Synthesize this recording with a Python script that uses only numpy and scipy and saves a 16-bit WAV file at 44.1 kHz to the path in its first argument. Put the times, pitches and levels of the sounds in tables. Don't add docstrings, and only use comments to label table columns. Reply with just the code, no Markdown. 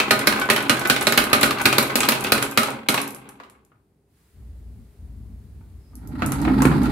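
import sys
import numpy as np
from scipy import signal
from scipy.fft import rfft, irfft, next_fast_len
from scipy.io import wavfile
from scipy.ndimage import uniform_filter1d

SR = 44100
rng = np.random.default_rng(int(sys.argv[2]) if len(sys.argv) > 2 else 0)


def wav_out(sig):
    wavfile.write(sys.argv[1], SR, np.round(np.clip(np.atleast_2d(sig).T, -1, 1) * 32767).astype(np.int16))


N = 304731
TIME = np.arange(N) / SR
BLOW_TIME = TIME[:8192]

# (frequency [Hz], relative level [dB])
ROOM_TONE_COLOUR = [(12, -52), (20, -24), (55, 7), (119, 3), (354, -7), (401, -1.5), (505, -13.5),
                    (768, -15), (927, -20.5), (3000, -44.5), (3900, -75), (6600, -120)]
HISS_COLOUR = [(530, -33.5), (900, -3.5), (1930, -4), (3140, -8.5), (4440, -7.5), (5840, -11.5),
               (9740, -6.5), (15500, -11)]
RUMBLE_COLOUR = [(12, -52), (20, -34), (30, -20), (38, -2), (49, -7.5), (64, 4), (129, -5.5), (151, -11.5),
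                 (236, -10.5), (429, -38.5), (670, -39.5), (1200, -44), (1560, -76), (2640, -120)]
ROOM_COLOUR = [(100, 0.5), (250, -0.5), (430, -1), (800, -0.5), (2500, -0.5), (5000, -1), (11000, 3),
               (15000, -2)]
WHITE = [(20, 0), (20000, 0)]
# (frequency [Hz], time to fall 60 dB [s])
ROOM_T60 = [(100, 1), (300, 0.75), (1500, 0.4), (4500, 0.32), (12000, 0.22)]
# (frequency [Hz], correlation [0-1])
LIKENESS = [(60, .975), (250, .955), (500, .92), (1000, .25), (2000, .4), (4000, .17), (9000, 0)]

# (frequency [Hz], relative level [dB])
TRUCK_COLOUR = [(35, -53), (60, -30), (90, -20), (180, -7), (290, 0), (500, -21.5), (850, -4.5),
                (1400, -14), (2200, -19), (3000, -27), (4400, -23), (6000, -38.5), (11500, -31),
                (15000, -44)]
JOLT_COLOUR = [(50, -11), (130, -27.5), (270, 0), (380, -14.5), (550, -53), (2000, -56)]
ROLL_COLOUR = [(24, -46.5), (40, -4.5), (298, 3), (392, 5.5), (514, -9), (1230, 0.5), (1390, -2.5),
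               (1490, -1), (1650, -13), (2450, -1.5), (2990, -9.5), (4130, -16.5), (5990, -33),
               (11700, -32.5), (15000, -33)]
CLICK_COLOUR = [(1000, -31), (3500, -20.5), (5000, -3.5), (6800, -0.5), (9000, -0.5), (11300, 3.5),
                (13000, -3), (15500, -15.5)]
KNOCK_COLOUR = [(100, -11.5), (250, -6.5), (600, 2.5), (1300, 3.5), (2300, -3), (4300, -7), (5500, -14),
                (15000, -22)]
DROP_COLOUR = [(41, -54.5), (70, -30), (237, 0.5), (489, -11), (599, -5), (734, -19), (941, -16.5),
               (1230, -9), (1900, -7.5), (2430, -9), (3410, -13), (4280, -16), (6280, -19), (11300, -12.5),
               (15500, -23.5)]
SNAP_COLOUR = [(500, -5), (1500, -0.5), (2500, -16), (4300, 2), (5500, -12.5), (8000, -18), (11500, -4),
               (15500, -8.5)]
# (frequency [Hz], width [Hz], lift [dB])
TRUCK_PEAKS = [(135, 21, 17), (197, 37, 10), (285, 58, 3), (345, 74, -5.5), (1160, 70, -1.5),
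               (1368, 94, 10.5), (1900, 69, 6)]
# (frequency [Hz], width [Hz], lift [dB])
ROLL_PEAKS = [(125, 31.1, 9), (210, 15, 12), (275, 23, 12), (350, 54, 4.5), (420.5, 23, 3), (587, 30, -5),
              (789.4, 61, 9.5), (1051, 50, 0), (1230, 44, 2), (1565, 52, 10), (2100, 65, 4.5),
              (2332, 130, -4)]
# (frequency [Hz], relative level [dB])
WOOD_MODES = [(350, -7.5), (790, -7), (1075, -4.5), (1295, -5.5), (1500, 4), (1740, -3), (2030, -0.5),
              (2280, -1.5), (2440, -8), (3300, -12.5), (3700, -17.5)]
BED_MODES = [(130, -4), (222, 0.5), (280, -2), (408, -1.5), (552, -9.5), (587, -7), (625, -6.5),
             (785, -6.5), (1258, 2.5), (1400, -9.5), (1460, 2), (1555, 0), (1780, -17), (2205, 1.5),
             (2420, -0.5), (2550, -1), (2820, 0), (3510, -11), (4010, 0.5), (4190, -3), (4410, -6),
             (5040, -9.5)]

# (time [s], length [s], level [dB])
SWELLS = [(4.323, 0.47, -39), (4.951, .39, -37.5), (5.375, 0.4, -42)]
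# (time [s], relative level [dB])
JOLTS = [(6.223, -9), (6.472, -4.5), (6.509, -7.5), (6.575, -6.5), (6.652, 1), (6.698, -4.5), (6.744, -6.5),
         (6.881, -10.5)]
# (time [s], relative level [dB])
BLOCK_HITS = [(0.211, -14), (0.371, -15), (0.413, -7.5), (0.577, -11), (0.81, -13), (0.85, -7.5),
              (1.014, -12), (1.596, -13), (1.761, -18), (1.897, -13.5), (2.786, -35)]
# (time [s], relative level [dB])
CLICKS = [(0.398, -20), (0.5353, -21), (0.6266, -24), (0.795, -19.5), (0.8738, -16), (1.011, -16),
          (1.026, -20), (1.4105, -18), (1.616, -17.5), (2.208, -20.5), (2.241, -18), (2.4262, -12.5),
          (2.512, -24.5), (2.7043, -27), (3.016, -19), (3.077, -24.5), (3.1062, -29), (3.1476, -27.5),
          (3.29, -33.5), (3.4988, -43), (3.6498, -52), (5.9547, -35), (6.074, -36.5), (6.2619, -18.5),
          (6.3205, -17.5), (6.4162, -29), (6.621, -15), (6.6548, -19), (6.833, -29.5)]
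# (time [s], relative level [dB], spot resonance [Hz], hardness as lift above 2.5 kHz [dB])
KNOCKS = [(0.001, -2, 2580, 2.5), (0.489, -7.5, 1100, -6), (2.032, -7, 1250, 8), (2.246, -10.5, 2560, 3),
          (2.268, -16, 2770, 11), (2.425, -11, 1430, 8.5), (2.684, -15.5, 800, -8), (2.977, -8, 2550, 4),
          (3.21, -51, 1410, 7), (3.29, -32.5, 932, -11), (3.4, -27, 1140, -7), (3.435, -34, 1180, -0.5),
          (3.498, -42, 1140, 2.5), (3.551, -45, 1114, -15), (3.718, -45.5, 1194, -20),
          (5.609, -48, 914, -19.5), (5.932, -46.5, 1183, -20), (6.155, -32.5, 1330, -33),
          (6.206, -30, 1300, -20), (6.221, -9.5, 1370, -8.5), (6.32, -18, 1320, -5), (6.45, -15, 795, -6),
          (6.477, -11.5, 790, -31), (6.605, -20, 1600, -18), (6.62, -9, 1120, -14), (6.652, -7, 1410, -13),
          (6.714, -14, 1160, -32), (6.857, -19, 1360, 1)]
# (time [s], clack [dB], snap [dB],
# spot resonance [Hz], first flight [s], rebound knock [dB], rebound click [dB])
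DROPS = [(0.108, -10, -6, 4200, 0.084, -15, -17.5), (0.271, -11.5, 1, 1540, 0.053, -9, -24),
         (0.5, -12, -26, 2600, 0.062, -7, -18), (0.695, -11, -14.5, 1230, 0.074, -15, -29),
         (0.898, -11, -7, 1520, 0.065, -8.5, -25.5), (1.069, -13.5, -24.5, 3980, 0.054, -5.5, -13),
         (1.175, -10, 1.5, 1520, 0.065, -15, -16.5), (1.33, -9.5, -25, 1250, 0.083, -9, -14.5),
         (1.43, -12, -4.5, 1404, 0.078, -8, -20.5), (1.655, -10, -0.5, 2420, 0.072, -4, -17),
         (1.782, -14.5, 2.5, 2280, .045, -17.5, -14.5), (1.955, -19, -2, 2710, 0.05, -8, -9.5),
         (2.087, -16.5, 3, 2320, 0.034, -7.5, -19), (2.32, -13, 2, 2440, 0.059, -13, -20.5),
         (2.574, -11, -6.5, 1250, 0.058, -9, -17.5), (2.886, -15, -20, 1195, 0.057, -8, -15.5)]


def undb(db):
    return 10 ** (np.asarray(db) / 20)


def rms(x):
    return np.sqrt(np.mean(x ** 2)) + 1e-12


def along(points, hz):
    f, value = np.transpose(points)
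    return np.interp(np.log(hz + 1), np.log(f), value)


def lift_db(hz, peaks):
    return sum(db / (1 + (2 * (hz - f) / width) ** 2) for f, width, db in peaks)


def shaped(x, response):
    n = x.shape[-1]
    size = next_fast_len(n)
    return irfft(rfft(x, size) * response(np.fft.rfftfreq(size, 1 / SR)), size)[..., :n]


def split(x, hz):
    return [signal.sosfilt(signal.butter(4, hz, kind, fs=SR, output="sos"), x)
            for kind in ("low", "high")]


def fade(t, t60_s):
    return np.exp(-np.log(1000) * t / t60_s)


def ramp(start_s, length_s):
    return np.clip((TIME - start_s) / length_s, 0, 1)


def release(start_s, db_per_s):
    return undb(-db_per_s * np.maximum(TIME - start_s, 0))


def panned(x, pan_db):
    return x * undb(np.array([[pan_db], [-pan_db]]) / 2)


def add(out, s, x):
    i = int(np.clip(s * SR, 0, N - 1))
    out[:, i:i + x.shape[1]] += x[:, :N - i]


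def attack_level(x, db):
    return x * undb(db) / rms(x[:, :SR // 50])


def noise(colour, n, peaks=()):
    hz = np.fft.rfftfreq(next_fast_len(n, True), 1 / SR)
    gain = undb(along(colour, hz) + lift_db(hz, peaks))
    alike = along(LIKENESS, hz)
    white = rfft(rng.standard_normal((2, 2 * len(hz) - 2)))
    mid, side = irfft(white * gain * np.sqrt([1 + alike, 1 - alike]))[:, :n]
    x = np.array([mid + side, mid - side])
    return x / rms(x)


def blow(colour, crack_s, ring_s, ring_db, peaks=()):
    envelope = fade(BLOW_TIME, crack_s) + undb(ring_db) * fade(BLOW_TIME, ring_s)
    return split(noise(colour, len(BLOW_TIME), peaks) * envelope, 72.4)[1]


def ring(modes, scatter_db):
    hz, db = np.transpose(modes)[:, :, None]
    weight, detune, phase = rng.standard_normal((3, len(modes), 1))
    sign = rng.choice([-1, 1], (len(modes), 1))
    t60_s = .26 / (1 + hz / 1800)
    tuned_hz = hz * (1 + .007 * detune)
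    envelope = undb(db + scatter_db * weight) * fade(BLOW_TIME, t60_s)
    wave = sign * np.exp(2j * np.pi * tuned_hz * BLOW_TIME) * envelope
    turn = np.exp(1j * phase * np.minimum(hz / 1100, 1) ** 2)
    stereo = np.array([(wave * turn).sum(0).imag, (wave / turn).sum(0).imag])
    return split(stereo, 97)[1]


def grains(colour, peaks, per_s, spread_db, ring_s, spots=4):
    out = 0
    for _ in range(spots):
        chance, size = rng.random(N), rng.standard_normal(N)
        hits = (chance < per_s / spots / SR) * undb(spread_db * np.clip(size, -2, 2))
        spot = noise(WHITE, len(BLOW_TIME)) * fade(BLOW_TIME, ring_s)
        out = out + signal.oaconvolve(hits[None], spot, axes=1)[:, :N]
    return shaped(out, lambda hz: undb(along(colour, hz) + lift_db(hz, peaks)))


def with_speed(full_db, db_per_decade):
    speed = ramp(start_s=5.807, length_s=.7)
    return undb(full_db) * speed ** (db_per_decade / 20)


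def on_track():
    return release(start_s=2.425, db_per_s=66)


def in_bed(db_per_s, growth=0, delay_s=0):
    starts_s = np.array([0] + [row[0] + delay_s for row in DROPS])
    fill = np.linspace(0, 1, len(starts_s))
    landings = np.zeros(N)
    landings[(starts_s * SR).astype(int)] = fill ** growth
    energy = signal.lfilter([1], [1, -undb(-2 * db_per_s / SR)], landings)
    return np.sqrt(energy)


def air():
    hiss_db = -78.5 + 12 * ramp(start_s=4.06, length_s=.12)
    low_gain = np.hypot(undb(-63), undb(-57) * ramp(start_s=4.33, length_s=.065))
    return noise(ROOM_TONE_COLOUR, N) * low_gain + noise(HISS_COLOUR, N) * undb(hiss_db)


def rumble():
    swells = [undb(db) * ramp(s, length_s=.09) * release(s + length_s, db_per_s=105)
              for s, length_s, db in SWELLS]
    wheels = with_speed(full_db=-27, db_per_decade=22.5)
    deep = noise(RUMBLE_COLOUR, N, peaks=[(57.1, 3.9, 17.2), (83.6, 8, 8)])
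    deep /= np.sqrt(uniform_filter1d(np.mean(deep ** 2, axis=0), size=9000))
    return panned(deep, 1) * np.linalg.norm(swells + [wheels], axis=0)


def room(x, wet_db):
    t = TIME[:SR]
    rest, tail = noise(ROOM_COLOUR, SR), 0
    for octave_hz in 200 * 2. ** np.arange(7):
        band = shaped(rest, lambda hz: hz < octave_hz * np.sqrt(2))
        rest = rest - band
        tail = tail + band * fade(t, along(ROOM_T60, octave_hz))
    tail *= np.clip((t - .004) / .0032, 0, 1)
    tail /= np.sqrt(np.sum(tail ** 2) / 2)
    return undb(wet_db) * signal.oaconvolve(x, tail, axes=1)[:, :N]


def squeak(start_s, end_s, hz, db):
    swell = np.sin(np.pi * ramp(start_s, end_s - start_s))
    rub = shaped(noise(WHITE, N), lambda f: 1 / (1 + ((f - hz) / 220) ** 4))
    return rub / rms(rub) * swell * undb(db)


def rolling():
    patter = grains(ROLL_COLOUR, ROLL_PEAKS, per_s=530, spread_db=7.5, ring_s=.054)
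    drone, grain = split(patter, 650)
    drone_gain = np.hypot(undb(-36) * on_track(), undb(-39) * in_bed(db_per_s=38.5))
    grain_gain = undb(-32.5) * np.hypot(on_track(), in_bed(db_per_s=54.5))
    return panned(drone / rms(drone) * drone_gain + grain / rms(grain) * grain_gain, .6)


def jostling():
    ticks = grains(CLICK_COLOUR, [], per_s=45, spread_db=4, ring_s=.012, spots=2)
    rattle = grains(CLICK_COLOUR, [], per_s=450, spread_db=4, ring_s=.012, spots=2)
    track = ticks / rms(ticks) * undb(-53.5) * on_track()
    pile = rattle / rms(rattle) * undb(-30) * in_bed(db_per_s=210, growth=1.1, delay_s=.0072)
    return panned(track + pile, -2)


def truck():
    shell, _ = split(grains(TRUCK_COLOUR, TRUCK_PEAKS, per_s=400, spread_db=2, ring_s=.055), 476)
    _, load = split(grains(TRUCK_COLOUR, TRUCK_PEAKS, per_s=260, spread_db=3, ring_s=.08), 495)
    out = shell / rms(shell) * with_speed(full_db=-20, db_per_decade=45.5)
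    out += load / rms(load) * with_speed(full_db=-33, db_per_decade=50)
    for s, db in JOLTS:
        jolt = blow(JOLT_COLOUR, crack_s=.06, ring_s=.22, ring_db=-6)
        thump, _ = split(jolt, 455)
        add(out, s, attack_level(thump, db - 13.5))
    return panned(out, -2.6)


def blocks():
    out = np.zeros((2, N))
    build_up = np.clip(BLOW_TIME / .009, 0, 1)
    for s, db in BLOCK_HITS:
        contact = blow(KNOCK_COLOUR, crack_s=.077, ring_s=.063, ring_db=-11.5)
        tock = attack_level(ring(WOOD_MODES, scatter_db=1.5), -1.5) + attack_level(contact, -.6)
        add(out, s - .002, panned(attack_level(tock * build_up, db - 13), -1))
    return out


def click(db):
    peaks = [(hz, 1800, 3) for hz in rng.uniform(7000, 14000, 3)]
    glass = blow(CLICK_COLOUR, crack_s=.008, ring_s=.08, ring_db=-9, peaks=peaks)
    return panned(attack_level(glass, db - 13.5), -1.5 + 2 * rng.standard_normal())


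def clicks():
    out = np.zeros((2, N))
    for s, db in CLICKS:
        add(out, s, click(db))
    return out


def knock(db, spot_hz, hard_db):
    panel = blow(KNOCK_COLOUR, crack_s=.04, ring_s=.17, ring_db=-6, peaks=[(spot_hz, 140, 12)])
    bed = ring(BED_MODES, scatter_db=-3.5)
    dull, bright = split(attack_level(panel, 0) + attack_level(bed, -10.5), 2500)
    return panned(attack_level(dull + undb(hard_db) * bright, db - 13.5), -1.1)


def knocks():
    out = np.zeros((2, N))
    for s, db, spot_hz, hard_db in KNOCKS:
        add(out, s, knock(db, spot_hz, hard_db))
    return out


def rebounds(bounces=4, restitution=.86, knock_loss_db=9, click_loss_db=15):
    out = np.zeros((2, N))
    for s, _, _, spot_hz, flight_s, knock_db, click_db in DROPS:
        new_spot_hz = spot_hz * np.exp(.22 * rng.standard_normal())
        plastic = knock(knock_db, new_spot_hz, hard_db=4.5)
        for k in range(bounces):
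            uneven, glance = rng.standard_normal(2) * min(k, 1)
            s += flight_s * restitution ** k * (1 + .12 * uneven)
            glass = click(click_db - click_loss_db * k + 3.5 * glance)
            add(out, s, plastic * undb(-knock_loss_db * k) + glass)
    return out


def drops():
    out = np.zeros((2, N))
    mean_clack_db = np.mean([row[1] for row in DROPS])
    wall_peak = (4150, 700, 4)
    for s, clack_db, snap_db, spot_hz, *_ in DROPS:
        panel = blow(DROP_COLOUR, crack_s=.045, ring_s=.15, ring_db=-8,
                     peaks=[(spot_hz, 220, 8), wall_peak])
        bed = ring(BED_MODES, scatter_db=2)
        thud, rest = split(attack_level(panel, 0) + attack_level(bed, -5), 700)
        clack, tick = split(rest, 5000)
        thud_db = -22 + .29 * (clack_db - mean_clack_db)
        hit = attack_level(thud, thud_db) + attack_level(clack, clack_db - 2.5) + attack_level(tick, -22)
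        snap = noise(SNAP_COLOUR, len(BLOW_TIME)) * fade(BLOW_TIME, t60_s=.028)
        add(out, s + .0005, panned(hit + snap * undb(snap_db - 9), -2))
    return out


def scene():
    blows = drops() + rebounds() + clicks() + jostling() + knocks() + blocks()
    finger = squeak(start_s=5.77, end_s=5.96, hz=5080, db=-74)
    rolls = rolling() + truck() + finger
    return blows + room(blows, wet_db=-6.5) + rolls + room(rolls, wet_db=-11.5) + rumble() + air()


def record(dry):
    low_cut_hz, top_hz, ceiling = 42, 15600, .92
    _, heard = split(dry, low_cut_hz)
    rounded = heard / (1 + (heard / ceiling) ** 8) ** (1 / 8)
    return signal.sosfilt(signal.ellip(8, .2, 70, top_hz, fs=SR, output="sos"), rounded)


dry = scene()
out = record(dry)
wav_out(out)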